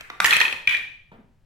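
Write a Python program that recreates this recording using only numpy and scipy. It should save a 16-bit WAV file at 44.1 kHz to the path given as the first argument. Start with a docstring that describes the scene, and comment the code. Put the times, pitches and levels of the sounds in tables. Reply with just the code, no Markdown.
"""A tower of hollow plastic toy blocks is knocked over onto a stone floor in a bare, ringing room.
While the ring of earlier play fades, two small ticks sound, then the knock. A tumble of blows follows,
each exciting the damped modes of a hollow part, with loose pieces rattling in between. One last block
lands and bounces. Finally a soft dull bump sounds over the low rumble of the room."""
import sys
import numpy as np
from scipy import signal
from scipy.fft import rfft, irfft, next_fast_len
from scipy.io import wavfile
from scipy.ndimage import uniform_filter1d, minimum_filter1d

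SR = 44100
rng = np.random.default_rng(int(sys.argv[2]) if len(sys.argv) > 2 else 0)


def to_wav(sig):
    """Store sig (one row per channel, or 1-D mono) as 16-bit WAV at the path in sys.argv[1].

    Samples outside -1..1 are clipped; the rate is SR.
    """
    pcm = np.clip(np.atleast_2d(sig), -1, 1) * 32767
    pcm = np.round(pcm).astype(np.int16)
    wavfile.write(sys.argv[1], SR, pcm.T)  # frames by channels


N = 63945
T = np.arange(SR // 4) / SR  # time axis of one impact, in seconds


def falling_blocks():
    """Impact excitation: each blow radiates from its own spot, and heavy blocks thump the floor."""
    # impacts: start_s, part, ring_db, knock_db, clack_db, crack_db, room_db, pan_db, left_lag_ms
    blows = [ (.008, "brick", -29, -41.5, -35.5, -37, -7, 3, 0.16),
             (0.1004, "base", -17.5, -30.5, -31.5, -51.5, -4, -2.5, 0.17),
             (.2020, "base", 1.5, -26, -16, -18, -2, -2, -.04),
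             (0.2442, "plate", -11, -30, -10.5, -12, -3.5, -1.5, 0.049),
             (0.2488, "stack", 3.5, -36.5, -24.5, -22.5, -1.5, -2.5, 0.08),
             (.257, "stack", -22, -26.5, -9, -15.5, -4.5, -10.5, .15),
             (0.2633, "stack", -16.5, -36, -23, -17.5, -1, -10.5, 0.18),
             (0.3077, "clip", -12.5, -41.5, -10.5, -28.5, 4.5, -4.5, -.3),
             (.3264, "brick", 0, -33, -19, -27, -3, -1, .07),
             (.333, "brick", -3, -33, -13.5, -23.5, -7.5, -10, 0.33),
             (.338, "plate", -17.5, -39.5, -23.5, -23.5, -8, 1, 0.082),
             (.358, "brick", -17, -40, -29, -40, -4, 0, 0),
             (.3661, "brick", -6, -28, -17, -18, -8, -1.5, .11),
             (0.4012, "clip", -7.5, -38, -14.5, -21.5, -4, -6, 0.45),
             (0.4052, "stack", 1, -36.5, -30, -34, -4.5, -3.5, .4),
             (.4120, "plate", -15.5, -29.5, -12, -24.5, -2, -6.5, -0.043),
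             (.4146, "brick", -2, -35, -18, -31, -5, .5, .07),
             (.4518, "brick", -8, -35, -23, -39, -5, -2.5, .02),
             (.480, "brick", -14, -33, -25, -43, -5, 4, -.3),
             (.5255, "brick", -14, -27, -21, -38, -4, 1.5, .36),
             (.6739, "stray", -1, -38, -22, -31, -1.5, 1.5, .48),
             (.692, "stray", -24.5, -43.5, -20.5, -40, 5, 1, 0.57),
             (0.7442, "stack", -11, -35, -32.5, -47, -4, -6, 0.57),
             (.7478, "stray", -10, -52, -32, -53, -6, 1, .5),
             (.7695, "stack", -17, -40, -26, -49, -6, -2.5, .5), ]
    # the weight of the blocks landing: start_s, level_db
    thumps = [(.006, -49), (0.244, -41), (0.363, -39.5), (0.525, -53), (.674, -44.5)]
    # spectrum of a thump: frequency_hz, level_db
    thump_spectrum = [(20, -5), (50, -1.5), (110, -1), (190, -8), (500, -25), (2000, -63.5)]
    out = np.zeros((2, N))
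    for start_s, part, ring_db, knock_db, clack_db, crack_db, room_db, pan_db, left_lag_ms in blows:
        blow = contact(part, ring_db, knock_db, clack_db, crack_db)
        add(out, start_s, propagate(blow, pan_db, left_lag_ms, room_db))
    for start_s, level_db in thumps:
        add(out, start_s, amp(level_db) * burst(thump_spectrum, t60_s=.12))
    return out


def contact(part, ring_db, knock_db, clack_db, crack_db, scatter_db=2):
    """Modal superposition: the cavities ring, the floor knocks, the shell clacks, the edge cracks."""
    # modes of each hollow plastic part: pitch_hz, level_db, t60_s
    modes = { "base": [(1000, -8, 0.0082), (1190, -8, 0.022), (1382, 0, 0.015), (2050, -5, .015),
             (2340, -0.5, .012), (3000, -16.5, .012), (3700, -8, .011), (5640, -18, .009)],
             "stack": [(1020, -18.5, 0.0087), (1827, -8.5, .034), (1896, -6, .034), (2030, -6, .022),
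             (2780, -10.5, .018)], "brick": [(1220, -18, .025), (1850, -14, .025), (2420, -7, .03),
             (2520, 0, .028), (3200, -8, .022)], "plate": [(943, 2.5, 0.015), (1075, -3, 0.018),
             (1440, -9.5, .018), (1950, -2, .018)], "clip": [(1800, -4, .025), (3750, -10, .018),
             (4190, -5.5, .028)], "stray": [(1585, -22.5, 0.069), (1921, -15.5, 0.062), (2387, 1.5, 0.032),
             (2468, -8.5, 0.032), (3025, -5, 0.018), (3338, -6, 0.015), (6024, -30.5, .03)], }
    # spectrum of the stone floor's knock: frequency_hz, level_db
    knock_spectrum = [(40, -18.5), (120, -9), (300, -5.5), (520, 2.5), (950, 0), (1400, -3.5),
                      (2500, -29.5), (8000, -55.5)]
    # spectrum of the shell's clack: frequency_hz, level_db
    clack_spectrum = [(200, -41.5), (700, -29), (1200, -4.5), (1900, 1.5), (3500, -2), (4800, -12.5),
                      (8000, -22), (16000, -29.5)]
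    # spectrum of the edge's crack: frequency_hz, level_db
    crack_spectrum = [(200, -32.5), (2000, -9), (4000, -2), (6000, -3), (9000, -7), (13000, -8),
                      (14500, -17.5), (16000, -24.5)]
    ring = np.zeros(len(T))
    for pitch_hz, level_db, t60_s in modes[part]:
        strength = amp(level_db + scatter_db * rng.standard_normal())
        ring += strength * decay(T, t60_s) * np.sin(2 * np.pi * pitch_hz * T)
    ring *= amp(ring_db) * onset(T, rise_s=.0013)
    knock = amp(knock_db) * burst(knock_spectrum, t60_s=.028)
    clack = amp(clack_db) * burst(clack_spectrum, t60_s=.026)
    crack = amp(crack_db) * burst(crack_spectrum, t60_s=.021)
    return ring + knock + clack + crack


def burst(spectrum, t60_s):
    """Modal overlap: countless small damped modes merge into quickly dying noise."""
    return noise(spectrum, len(T)) * decay(T, t60_s) * onset(T, rise_s=.0007)


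def rattle(touches_per_s=110):
    """Random collisions: loose pieces touch at irregular instants while the tower tumbles."""
    # strength of the rattling: time_s, level_db
    envelope = [(.2, -46), (0.256, -25.5), (0.301, -15.5), (0.382, -26), (.44, -27.5), (.53, -37.5),
                (.6, -55)]
    times, levels = np.transpose(envelope)
    out = np.zeros((2, N))
    for slot_s in np.arange(times[0], times[-1], 1 / touches_per_s):
        start_s = slot_s + rng.random() / touches_per_s
        ring_db = np.interp(start_s, times, levels) + rng.normal(0, 2)
        part = rng.choice(["base", "stack", "brick"])
        touch = contact(part, ring_db, ring_db - 17.5, ring_db - 3, ring_db - 13)
        heard = propagate(touch, pan_db=rng.normal(0, 2), left_lag_ms=rng.normal(0, .3), room_db=-7)
        add(out, start_s, heard)
    return out


def hollow_bumps():
    """Damped resonance: something hollow, softly bumped, gives a dull thud and a short boom."""
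    # soft impacts after the fall: start_s, thud_db, boom_db, pitch_hz
    bumps = [(1.1165, -44, -44, 165), (1.139, -50, -43, 235), (1.187, -60, -43, 220)]
    # spectrum of a thud: frequency_hz, level_db
    thud_spectrum = [(40, -23), (120, -3.5), (220, -8), (340, -8.5), (900, -8.5), (1600, -15),
                     (3200, -23.5), (6000, -47.5), (15000, -49)]
    out = np.zeros((2, N))
    for start_s, thud_db, boom_db, pitch_hz in bumps:
        thud = amp(thud_db) * burst(thud_spectrum, t60_s=.12)
        boom = amp(boom_db) * np.sin(2 * np.pi * pitch_hz * T)
        boom *= decay(T, t60_s=.09) * onset(T, rise_s=.002)
        add(out, start_s, propagate(thud, pan_db=0, left_lag_ms=.25, room_db=-2.5))
        add(out, start_s, propagate(boom, pan_db=0, left_lag_ms=.23, room_db=-10))
    return out


def propagate(sound, pan_db, left_lag_ms, room_db, nearby_db=-15):
    """Multipath propagation: direct sound, scatter from the floor and nearby toys, and reverberation."""
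    sides = np.array([[.5], [-.5]])  # left and right share the level and time offsets

    def direct_path(hz):
        return amp(sides * pan_db) * np.exp(-2j * np.pi * hz * sides * left_lag_ms / 1000)

    direct = filtered(np.pad(sound, (32, 0)), direct_path)[:, 32:]
    scatter = diffuse_field(len(T)) * decay(T, t60_s=.025)
    reflections = amp(room_db) * reverberation()
    reflections[:, :len(T)] += amp(nearby_db) * scatter / np.linalg.norm(scatter[0])
    out = signal.fftconvolve(sound[None], reflections, axes=1)
    out[:, :len(T)] += direct
    return out


def reverberation(predelay_s=.006):
    """A random room impulse response: reflections build up, then decay, the high treble fastest."""
    # reverberation time: frequency_hz, t60_s
    decay_times = [(100, 0.44), (400, 0.68), (1200, 0.44), (2400, 0.51), (4000, 0.53), (8000, 0.44),
                   (15000, 0.35)]
    # colour of the reflections: frequency_hz, gain_db
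    colour = [(100, 11), (500, 0.5), (1400, 3), (2400, 0), (5000, -2), (10000, 2.5), (15000, 3.5)]
    hz, t, spectrogram = signal.stft(diffuse_field(SR), SR, nperseg=256)
    gain = decay(t, along(decay_times, hz)[:, None]) * amp(along(colour, hz))[:, None]
    tail = signal.istft(spectrogram * gain, SR, nperseg=256)[1][:, :SR]
    tail *= onset(np.maximum(np.arange(SR) / SR - predelay_s, 0), rise_s=.006)
    return tail / np.linalg.norm(tail[0])


def diffuse_field(size):
    """Spatial coherence: diffuse noise is alike left and right in the bass, much less so higher up."""
    # likeness of left and right: frequency_hz, coherence
    coherence = [(100, .95), (300, .8), (600, .5), (1200, .1), (3000, 0.35)]

    def mid_side_gains(hz):
        angle = np.arccos(along(coherence, hz)) / 2
        return np.array([np.cos(angle), np.sin(angle)])

    mid, side = filtered(rng.standard_normal((2, size)), mid_side_gains)
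    return np.array([mid + side, mid - side])


def room_air(rumble_db=-60, side_db=-9.5, ring_db=-45.5, fade_db_per_s=39):
    """Ambient noise: a steady low rumble under the exponentially decaying ring of earlier play."""
    # spectrum of the rumble: frequency_hz, level_db
    rumble_spectrum = [(20, -2), (50, -11), (120, -6.5), (250, -26.5), (700, -31.5), (2000, -36.5),
                       (5000, -45), (15000, -55)]
    # spectrum of the lingering ring: frequency_hz, level_db
    ring_spectrum = [(100, -8), (300, -13), (900, -11), (1700, 1.5), (2400, -1), (3500, -18.5),
                     (6000, -23.5), (15000, -36)]
    mid = noise(rumble_spectrum, N)
    side = amp(side_db) * noise(rumble_spectrum, N)
    ring = amp(ring_db - fade_db_per_s * np.arange(N) / SR) * noise(ring_spectrum, (2, N))
    return amp(rumble_db) * np.array([mid + side, mid - side]) + ring


def amp(db):
    """Decibels as an amplitude ratio."""
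    return 10 ** (np.asarray(db) / 20)


def along(points, hz):
    """Interpolation of (frequency, value) points on a logarithmic frequency axis."""
    frequencies, values = np.transpose(points)
    return np.interp(np.log(hz + 1), np.log(frequencies + 1), values)


def filtered(x, response):
    """Linear filtering: the spectrum of x times a frequency response."""
    size = x.shape[-1]
    padded = next_fast_len(size + 4096)
    hz = np.fft.rfftfreq(padded, 1 / SR)
    return irfft(rfft(x, padded) * response(hz), padded)[..., :size]


def noise(spectrum, size):
    """Coloured noise of rms 1."""
    coloured = filtered(rng.standard_normal(size), lambda hz: amp(along(spectrum, hz)))
    return coloured / np.sqrt(np.mean(coloured ** 2) + 1e-20)


def onset(t, rise_s):
    """Exponential rise towards 1 with time constant rise_s."""
    return 1 - np.exp(-t / rise_s)


def decay(t, t60_s):
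    """Exponential damping: a fall of 60 dB in t60_s."""
    return np.exp(-np.log(1000) * t / t60_s)


def add(track, start_s, sound):
    """Superposes a sound on the track from start_s."""
    i = round(start_s * SR)
    track[:, i:i + sound.shape[-1]] += sound[..., :max(0, N - i)]


def limiter(x, ceiling_db=-2, hold_s=.004):
    """Peak limiting: a brief, smooth drop in gain holds the hardest blows under the ceiling."""
    window = int(hold_s * SR)
    gain = np.minimum(1, amp(ceiling_db) / (np.abs(x).max(axis=0) + 1e-9))
    return x * uniform_filter1d(minimum_filter1d(gain, window), window)


def scene():
    """Superposition: the pressures of all sources add, in stereo."""
    return room_air() + falling_blocks() + hollow_bumps() + rattle()


def record(dry, top_hz=15800):
    """Microphone response: the right port is brighter; peak limiting and a band limit follow."""
    # level of the left port over the right: frequency_hz, pan_db
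    treble_pan = [(3000, 1), (8000, 0), (15000, -5)]
    ports = filtered(dry, lambda hz: amp(np.array([[.5], [-.5]]) * along(treble_pan, hz)))
    return filtered(limiter(ports), lambda hz: hz < top_hz)


dry = scene()
out = record(dry)
to_wav(out)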